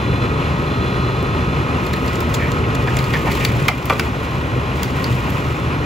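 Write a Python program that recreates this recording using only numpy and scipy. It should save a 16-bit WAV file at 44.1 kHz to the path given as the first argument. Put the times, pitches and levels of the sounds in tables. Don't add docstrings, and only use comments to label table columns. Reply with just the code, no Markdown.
import sys
import numpy as np
from scipy import signal
from scipy.fft import rfft, irfft, next_fast_len
from scipy.io import wavfile
from scipy.ndimage import uniform_filter1d, minimum_filter1d, map_coordinates

SR = 44100
rng = np.random.default_rng(int(sys.argv[2]) if len(sys.argv) > 2 else 0)


def pcm_store(signal):
    levels = np.round(np.clip(np.atleast_2d(signal), -1, 1) * 32767)
    wavfile.write(sys.argv[1], SR, levels.astype(np.int16).T)


N = 257984
PUMP_ORDER = 63


def splits():
    # start in seconds, level in dB, tear length in seconds, tilt in dB per octave,
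    # scale of the bass lag in seconds.
    log_splits = [(2.873, -24, 0.055, -4, .002), (3.137, -20.5, 0.055, 0.5, .002),
                  (3.278, -25.5, 0.045, -3, 0.00196), (3.6825, -5, 0.027, -1, 0.00397),
                  (3.8973, -9.5, .05, -4.5, .0015), (3.922, -18, 0.052, -7, .002),
                  (3.9952, -12.5, 0.021, 0, 0.00067)]
    # mode frequency in Hz, bandwidth in Hz, relative level in dB.
    log_modes = [(474, 190, -6), (740, 113, 0), (970, 150, -1), (1190, 93, 6.5), (1535, 230, -3.5),
                 (1994, 130, 1.5), (2390, 230, 2.5), (3420, 290, -5), (4550, 400, -9)]
    jolt_db, jolt_s, prompt_hz = -1, .0007, 4000
    out, t = np.zeros((2, N)), np.arange(SR // 4) / SR
    jolt = amp(jolt_db) * unit(1.0 * (t == t[int(jolt_s * SR)]))
    for start, db, length, tilt_db, lag in log_splits:
        def wood(hz):
            modes = sum((-1) ** k * amp(level + tilt_db * np.log2(centre / 1100))
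                        * resonance(hz, centre, width)
                        for k, (centre, width, level) in enumerate(log_modes))
            delay = lag * np.maximum(np.sqrt(prompt_hz / (hz + 100)) - 1, 0)
            return modes * np.exp(-2j * np.pi * np.cumsum(delay) * hz[1])
        tear = fracture(t, length, ragged_db=5)
        force = unit(noise(len(t)) * tear) + jolt
        add(out, start, amp(db) * np.sqrt(np.mean(tear ** 2)) * unit(filtered(force, wood)))
    return out


def snaps():
    # start in seconds, level in dB, length in seconds, splinter ring in Hz,
    # relative levels of that ring and of the limb's body in dB.
    branches = [(1.227, -34, .01, 10500, -10, -10), (1.864, -33, .024, 4200, -1, 3),
                (1.9326, -25.5, 0.026, 4100, -4, -3), (2.063, -32, 0.0055, 11500, 3, -15),
                (2.077, -31.5, 0.029, 4700, 1, -1), (2.154, -30, 0.027, 7000, -8, -12),
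                (2.204, -29, 0.022, 14000, -4, -16), (2.34, -25.5, 0.059, 6800, -8, -16),
                (2.517, -28, 0.0178, 7000, -9, -10), (2.75, -26.5, 0.02, 7340, -7, 2),
                (2.968, -23.5, 0.018, 7360, -1, 2), (2.988, -26, 0.017, 4200, 2, -2),
                (3.04, -31, 0.014, 4480, 5, -8), (3.136, -37, 0.032, 4700, 1, 5),
                (3.317, -26.5, 0.023, 4200, -3, -8), (3.35, -30.5, 0.042, 14000, -10, -10),
                (3.449, -13.5, 0.018, 4280, -2, -1.5), (3.682, -10, 0.024, 4530, -5.5, 3.5),
                (3.856, -19, 0.0058, 14000, 6, -16), (3.897, -23, 0.026, 4710, -17, 7),
                (3.933, -26, 0.013, 4200, 4, 4), (3.995, -16, 0.019, 4900, -3, 1),
                (4.25, -35, .015, 14000, -12, -13), (4.8312, -17, 0.014, 7350, -11, -6),
                (4.841, -38, 0.05, 4550, -3, -16), (5.042, -23, 0.011, 4640, 3.5, 0),
                (5.303, -27.5, 0.01, 12900, 3, -14.5)]
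    out = np.zeros((2, N))
    for start, db, length, ring_hz, ring_db, limb_db in branches:
        add(out, start, amp(db) * snap(length, ring_hz, ring_db, limb_db))
    return out


def snap(length, ring_hz, ring_db, limb_db):
    # frequency in Hz, relative spectral density in dB.
    splinter_spectrum = [(1200, -3), (2200, 7.5), (4500, 9.5), (6000, 4), (7400, 4), (10500, -3),
                         (16000, -4.5)]
    limb_spectrum = [(500, -16), (1200, -1), (2100, 15.5), (3200, 0.5), (5000, -10), (9000, -50)]
    click_spectrum = [(2000, -7), (6000, -4.5), (15000, 0)]
    click_db, click_s = 2, .00025
    t = np.arange(SR // 8) / SR
    tear = unit(coloured(noise(len(t)), splinter_spectrum))
    ring = unit(filtered(noise(len(t)), lambda hz: resonance(hz, ring_hz, .18 * ring_hz) ** 2))
    splinters = (tear + amp(ring_db) * ring) * fracture(t, length, ragged_db=-2.5)
    limb = unit(coloured(noise(len(t)), limb_spectrum)) * fracture(t, 1.37 * length, ragged_db=-2)
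    click = unit(coloured(noise(len(t)), click_spectrum)) * t / click_s * np.exp(1 - t / click_s)
    return splinters + amp(limb_db) * limb + amp(click_db) * click


def fracture(t, length, ragged_db):
    rise_s, hold_share = .00097, .11
    fibres = np.interp(t, np.arange(200) / 900, rng.standard_normal(200))
    rise = 1 - np.exp(-t / rise_s)
    return rise * amp(ragged_db * fibres - 60 * np.maximum(t / length - hold_share, 0))


def knocks():
    # start in seconds, level in dB, pitch in Hz, time to fall 60 dB in seconds.
    slabs = [(1.9385, -15, 1830, .022), (2.8825, -13, 1740, 0.03), (3.1375, -9.5, 1920, 0.024),
             (3.142, -11, 2120, .02), (3.153, -20, 1750, 0.056), (3.274, -15, 850, .03),
             (3.4495, -7, 2310, 0.014), (3.683, -6, 2320, 0.011), (3.686, -16, 1190, 0.037),
             (3.696, -9, 727, .06), (3.8985, -14, 1190, .028), (3.902, -10, 538, 0.085),
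             (3.9955, -4, 1540, 0.018)]
    rise_cycles = .86
    out, t = np.zeros((2, N)), np.arange(SR // 4) / SR
    knot_times = np.linspace(0, t[-1], 90)
    for start, db, hz, t60 in slabs:
        cycles = hz * t
        swing = (1 - np.exp(-cycles / rise_cycles)) * amp(-60 * t / t60)
        waver = np.array([np.interp(t, knot_times, knots) for knots in rng.standard_normal((3, 90))])
        phase = 2 * np.pi * cycles + .67 * waver[0] + .4 * waver[1:]
        add(out, start, amp(db) * swing * np.sin(phase))
    return out


def creaks():
    # start in seconds, length in seconds, level in dB, pitch between the modes in Hz.
    rubs = [(2.392, 0.12, -29, 2080), (2.639, 0.02, -31, 2410), (2.871, 0.032, -28, 1680),
            (3.142, 0.037, -29, 2030), (3.26, 0.043, -26, 886), (3.262, 0.07, -30.5, 2070),
            (3.397, 0.1, -30.5, 2180)]
    out = np.zeros((2, N))
    for start, length, db, pitch in rubs:
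        progress = np.linspace(0, 1, int(length * SR))
        slips = noise(len(progress))
        slips *= amp(3.2 * np.interp(progress, np.linspace(0, 1, 32), rng.standard_normal(32)))
        wood = filtered(slips, lambda hz: resonance(hz, .863 * pitch, .082 * pitch)
                        * resonance(hz, 1.115 * pitch, .14 * pitch))
        add(out, start, amp(db) * unit(wood * np.sin(np.pi * progress ** .5)))
    return out


def crushing():
    # start and end in seconds, crackle level at the end in dB, growth in dB per second.
    strokes = [(1.788, 2.43, -39, 0), (2.783, 3.43, -30, 15.5), (3.562, 3.976, -33.5, 7),
               (4.18, 4.422, -42, 0), (4.72, 5.45, -36, 1)]
    t = np.arange(N) / SR
    envelopes = [amp(db + growth * np.minimum(t - end, 0))
                 * held(start, end, attack_s=.019, release_s=.21) for start, end, db, growth in strokes]
    return np.linalg.norm(envelopes, axis=0)


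def brush(crush):
    # frequency in Hz, relative spectral density in dB.
    crackle_spectrum = [(700, -63), (2000, 22), (3200, 14.5), (5000, 6), (7500, 4.5), (10000, -0.5),
                        (16000, 1.5)]
    ticks_per_s, decay_s = 150, .008
    ticks = (rng.random(N) < ticks_per_s / SR) * amp(3.1 * np.minimum(rng.exponential(size=N), 3))
    decay = np.exp(-np.arange(SR // 50) / SR / decay_s)
    grains = unit(signal.fftconvolve(ticks, decay)[:N])
    return crush * unit(coloured(noise() * (1 + .81 * grains), crackle_spectrum))


def twigs(crush):
    twigs_per_s = 12
    out = np.zeros((2, N))
    for when, strength, girth in rng.random((int(twigs_per_s * N / SR), 3)):
        gain = crush[int(when * N)] * amp(3 * strength - 1)
        crack = snap(length=.014, ring_hz=5500 / (.5 + girth), ring_db=-13, limb_db=-8)
        add(out, when * N / SR, gain * crack)
    return out


def diesel(turns):
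    # multiple of the shaft's rate, level in dB.
    crank_orders = [(2, -52), (3, -31.5), (4, -30.5), (5, -32.5), (6, -49.5), (7, -39), (9, -39.5),
                    (29, -42), (48, -52.5), (70, -56)]
    drive_orders = [(2, -37.5), (3, -31), (4, -44), (5, -44.5), (6, -34)]
    firings, drive_turns = 3 * turns, 1.24 * turns
    crank = shaft_tones(turns, crank_orders, flutter_db=2, jitter_rad=.04)
    drive = shaft_tones(drive_turns, drive_orders, flutter_db=-2, jitter_rad=.24)
    return crank + drive + exhaust(firings) + clatter(firings, drive_turns)


def shaft_tones(turns, orders, flutter_db, jitter_rad):
    tones = np.zeros(N)
    for order, db in orders:
        peak = np.sqrt(2) * amp(db + flutter_db * wobble(12))
        tones += peak * np.sin(2 * np.pi * (order * turns + rng.random()) + jitter_rad * wobble(16))
    return tones


def exhaust(firings):
    # frequency in Hz, relative spectral density in dB.
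    boom_spectrum = [(20, -53), (40, -27), (60, -4), (90, -16), (105, 6.5), (126, 14.5), (150, 3),
                     (172, -12.5), (260, -65)]
    rasp_spectrum = [(120, -10), (190, 2.5), (215, -1.5), (255, 2), (300, -1.5), (370, -1), (500, -4.5),
                     (620, -17), (1000, -63)]
    boom_db, strain_db, rasp_db, load_db, throb_db = -25, 4, -24.5, 1.5, .8
    strain = held(2.66, 3.65, attack_s=.076, release_s=.036)
    load = held(0, 3.65, attack_s=.11, release_s=.12)
    puffs = noise() * beats(firings, sharp=.071)
    boom = amp(boom_db + strain_db * strain) * unit(coloured(puffs, boom_spectrum))
    rasp = amp(rasp_db + load_db * load + throb_db * wobble(45)) * unit(coloured(puffs, rasp_spectrum))
    return boom + rasp


def clatter(firings, drive_turns):
    # frequency in Hz, relative spectral density in dB.
    block_spectrum = [(300, -22), (560, 2), (750, 1.5), (1080, 3.5), (1450, 1.5), (1700, -2), (2100, -5.5),
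                      (2500, -3.5), (3100, -9), (3750, -14.5), (4600, -19.5), (6500, -23.5), (9000, -32.5),
                      (12000, -30.5), (14000, -37), (16000, -52)]
    # mode frequency in Hz, bandwidth in Hz, relative level in dB.
    panel_modes = [(1058, 15.5, -0.5), (1426, 11, -6), (1890, 39, -4.5), (2460, 42, -7.5),
                   (2837, 21, -10.5)]
    rattle = noise() * beats(firings, sharp=.016) * beats(2 * drive_turns, sharp=.08)
    rattle *= amp(.81 * wobble(25.3))
    block = unit(coloured(rattle, block_spectrum))
    panels = unit(filtered(rattle, lambda hz: sum(amp(db) * resonance(hz, centre, width)
                                                  for centre, width, db in panel_modes)))
    return amp(-26) * (block + amp(-13.5) * panels)


def pump(turns):
    # start and end in seconds, level of the whine in dB.
    flows = [(0, 3.42, -33.5), (.8, 0.99, -28.5), (5.15, 5.6, -33.5)]
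    idle_db = -64.5
    power = amp(idle_db) ** 2 + sum((amp(db) * held(start, end, attack_s=.2, release_s=.11)) ** 2
                                    for start, end, db in flows)
    flutter = amp(.92 * wobble(21.56))
    return np.sqrt(2 * power) * flutter * np.sin(2 * np.pi * PUMP_ORDER * turns + wobble(40))


def belt(turns):
    # start and end of a slip in seconds, level it adds in dB.
    slips = [(0, .24, -43.5), (.33, 1.75, -54), (.66, 1.2, -49.5)]
    gripping_db, low_order, high_order = -47.5, 173.2, 202.3
    level = amp(gripping_db) + sum(amp(db) * held(start, end, attack_s=.0053, release_s=.063)
                                   for start, end, db in slips)
    pulley_turns = 1.2 * turns + .16 * wobble(14)
    chirps = beats(pulley_turns, sharp=.5) * amp(1.1 * wobble(26))
    bend = .55 * np.cos(2 * np.pi * pulley_turns)
    low = np.sin(2 * np.pi * low_order * turns - bend + .25 * wobble(110))
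    high = np.sin(2 * np.pi * high_order * turns - bend + .45 * wobble(200))
    return level * chirps * unit(low + amp(-1) * high)


def valve():
    hiss = unit(filtered(noise(), lambda hz: resonance(hz, centre=4200, width=200) ** 2))
    return amp(-48.5) * held(.7, 1.12, attack_s=.04, release_s=.12) * hiss


def roadside(x):
    # frequency in Hz, time to fall 60 dB in seconds.
    decay_times = [(300, 0.2), (2000, 0.2), (12000, 0.11)]
    hz, t, spectra = signal.stft(rng.standard_normal((2, SR // 2)), SR, nperseg=256)
    decay = amp(-60 * t / along(decay_times, hz)[:, None])
    tail = spread(signal.istft(spectra * decay, SR, nperseg=256)[1])
    return signal.fftconvolve(x, tail / np.linalg.norm(tail[0]), axes=1)[:, :N]


def limiter(x):
    ceiling_db, quick_share, quick_s, slow_s = -.8, .78, .24, 2.8
    t = np.arange(N) / SR
    over_db = np.maximum(20 * np.log10(np.abs(x).max(axis=0) + 1e-9) - ceiling_db, 0)
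    ahead_db = -minimum_filter1d(-over_db, size=129)
    released = lambda s: np.maximum.accumulate(ahead_db * np.exp(t / s)) * np.exp(-t / s)
    duck_db = quick_share * released(quick_s) + (1 - quick_share) * released(slow_s)
    return x * amp(-uniform_filter1d(duck_db, size=65))


def spread(pair):
    # frequency in Hz, coherence of the two microphone ports from 0 to 1.
    coherence = [(100, .99), (450, .96), (750, .82), (1100, .88), (1800, .62), (2500, .85), (4500, .8),
                 (5700, .58), (7500, .92), (15000, .92)]
    angle = lambda hz: np.arccos(along(coherence, hz)) / 2
    mid, side = filtered(pair, lambda hz: np.array([np.cos(angle(hz)), np.sin(angle(hz))]))
    return np.array([mid + side, mid - side])


def noise(size=N):
    return spread(rng.standard_normal((2, size)))


def filtered(x, response):
    size = x.shape[-1]
    padded = next_fast_len(size + 8192)
    return irfft(rfft(x, padded) * response(np.fft.rfftfreq(padded, 1 / SR)), padded)[..., :size]


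def coloured(x, spectrum):
    return filtered(x, lambda hz: amp(along(spectrum, hz)))


def resonance(hz, centre, width):
    return 1j * hz * width / (centre ** 2 - hz ** 2 + 1j * hz * width)


def along(points, hz):
    frequencies, values = np.transpose(points)
    return np.interp(np.log(hz + 1), np.log(frequencies + 1), values)


def held(start, end, attack_s, release_s):
    t = np.arange(N) / SR
    rise = 1 - np.exp(-np.maximum(t - start, 0) / attack_s)
    return rise * np.exp(-np.maximum(t - end, 0) / release_s)


def beats(turns, sharp):
    return unit(np.exp(sharp * np.cos(2 * np.pi * turns)))


def wobble(rate):
    return map_coordinates(rng.standard_normal(int(N * rate / SR) + 4), [np.arange(N) * rate / SR])


def add(track, start_s, sound):
    start = round(start_s * SR)
    track[..., start:start + sound.shape[-1]] += sound[..., :N - start]


def amp(db):
    return 10 ** (np.asarray(db) / 20)


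def unit(x):
    return x / np.sqrt(np.mean(x ** 2) + 1e-20)


def scene():
    # time in seconds, pitch of the pump in Hz, which follows the engine's speed.
    pump_pitch = [(0, 1257), (.4, 1266), (.72, 1267), (.88, 1250), (1.08, 1250), (1.3, 1268), (2, 1267),
                  (2.55, 1286), (3.3, 1232), (3.9, 1258), (4.6, 1245), (5.7, 1272)]
    # frequency in Hz, level of left over right in dB.
    truck_balance = [(60, 0), (300, 0.9), (750, 2.5), (1050, 4.5), (1350, -4.5), (2000, -1), (4000, 2)]
    # frequency in Hz, phase lead of the left port in radians.
    truck_lead = [(20, 0), (60, .17), (130, .28), (300, .42), (470, .65), (700, 1.1), (1000, .95),
                  (1250, 1.6), (1700, 3.2), (2000, 5), (2500, 6), (3800, 6.7), (5500, 6.1), (7000, 6.28)]
    wood_balance_db, echo_db = -1.2, -8.3
    pump_hz = np.interp(np.arange(N) / SR, *np.transpose(pump_pitch))
    turns = np.cumsum(pump_hz) / PUMP_ORDER / SR
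    machine = diesel(turns) + pump(turns) + valve() + belt(turns)
    sides = np.array([[.5], [-.5]])
    truck = filtered(machine, lambda hz: amp(sides * along(truck_balance, hz))
                     * np.exp(1j * sides * along(truck_lead, hz)))
    wood = (snaps() + splits() + knocks() + creaks()) * amp(sides * wood_balance_db)
    crush = crushing()
    return truck + brush(crush) + wood + amp(echo_db) * roadside(wood) + twigs(crush)


def record(dry):
    # frequency in Hz, phase lead of the left port in radians.
    port_lead = [(7400, 0), (8700, -3.1), (9400, -3.2), (10300, -6.2), (11700, -6.3), (12700, -9.4),
                 (13500, -9.5), (14400, -12.5)]
    headroom_db, bottom_hz, top_hz = 5.5, 33, 15750
    sides = np.array([[.5], [-.5]])
    ports = filtered(dry, lambda hz: np.exp(1j * sides * along(port_lead, hz)))
    saturated = ports / (1 + (ports / amp(headroom_db)) ** 6) ** (1 / 6)
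    band = lambda hz: hz ** 4 / (hz ** 4 + bottom_hz ** 4) / (1 + (hz / top_hz) ** 200)
    return filtered(limiter(saturated), band)


dry = scene()
out = record(dry)
pcm_store(out)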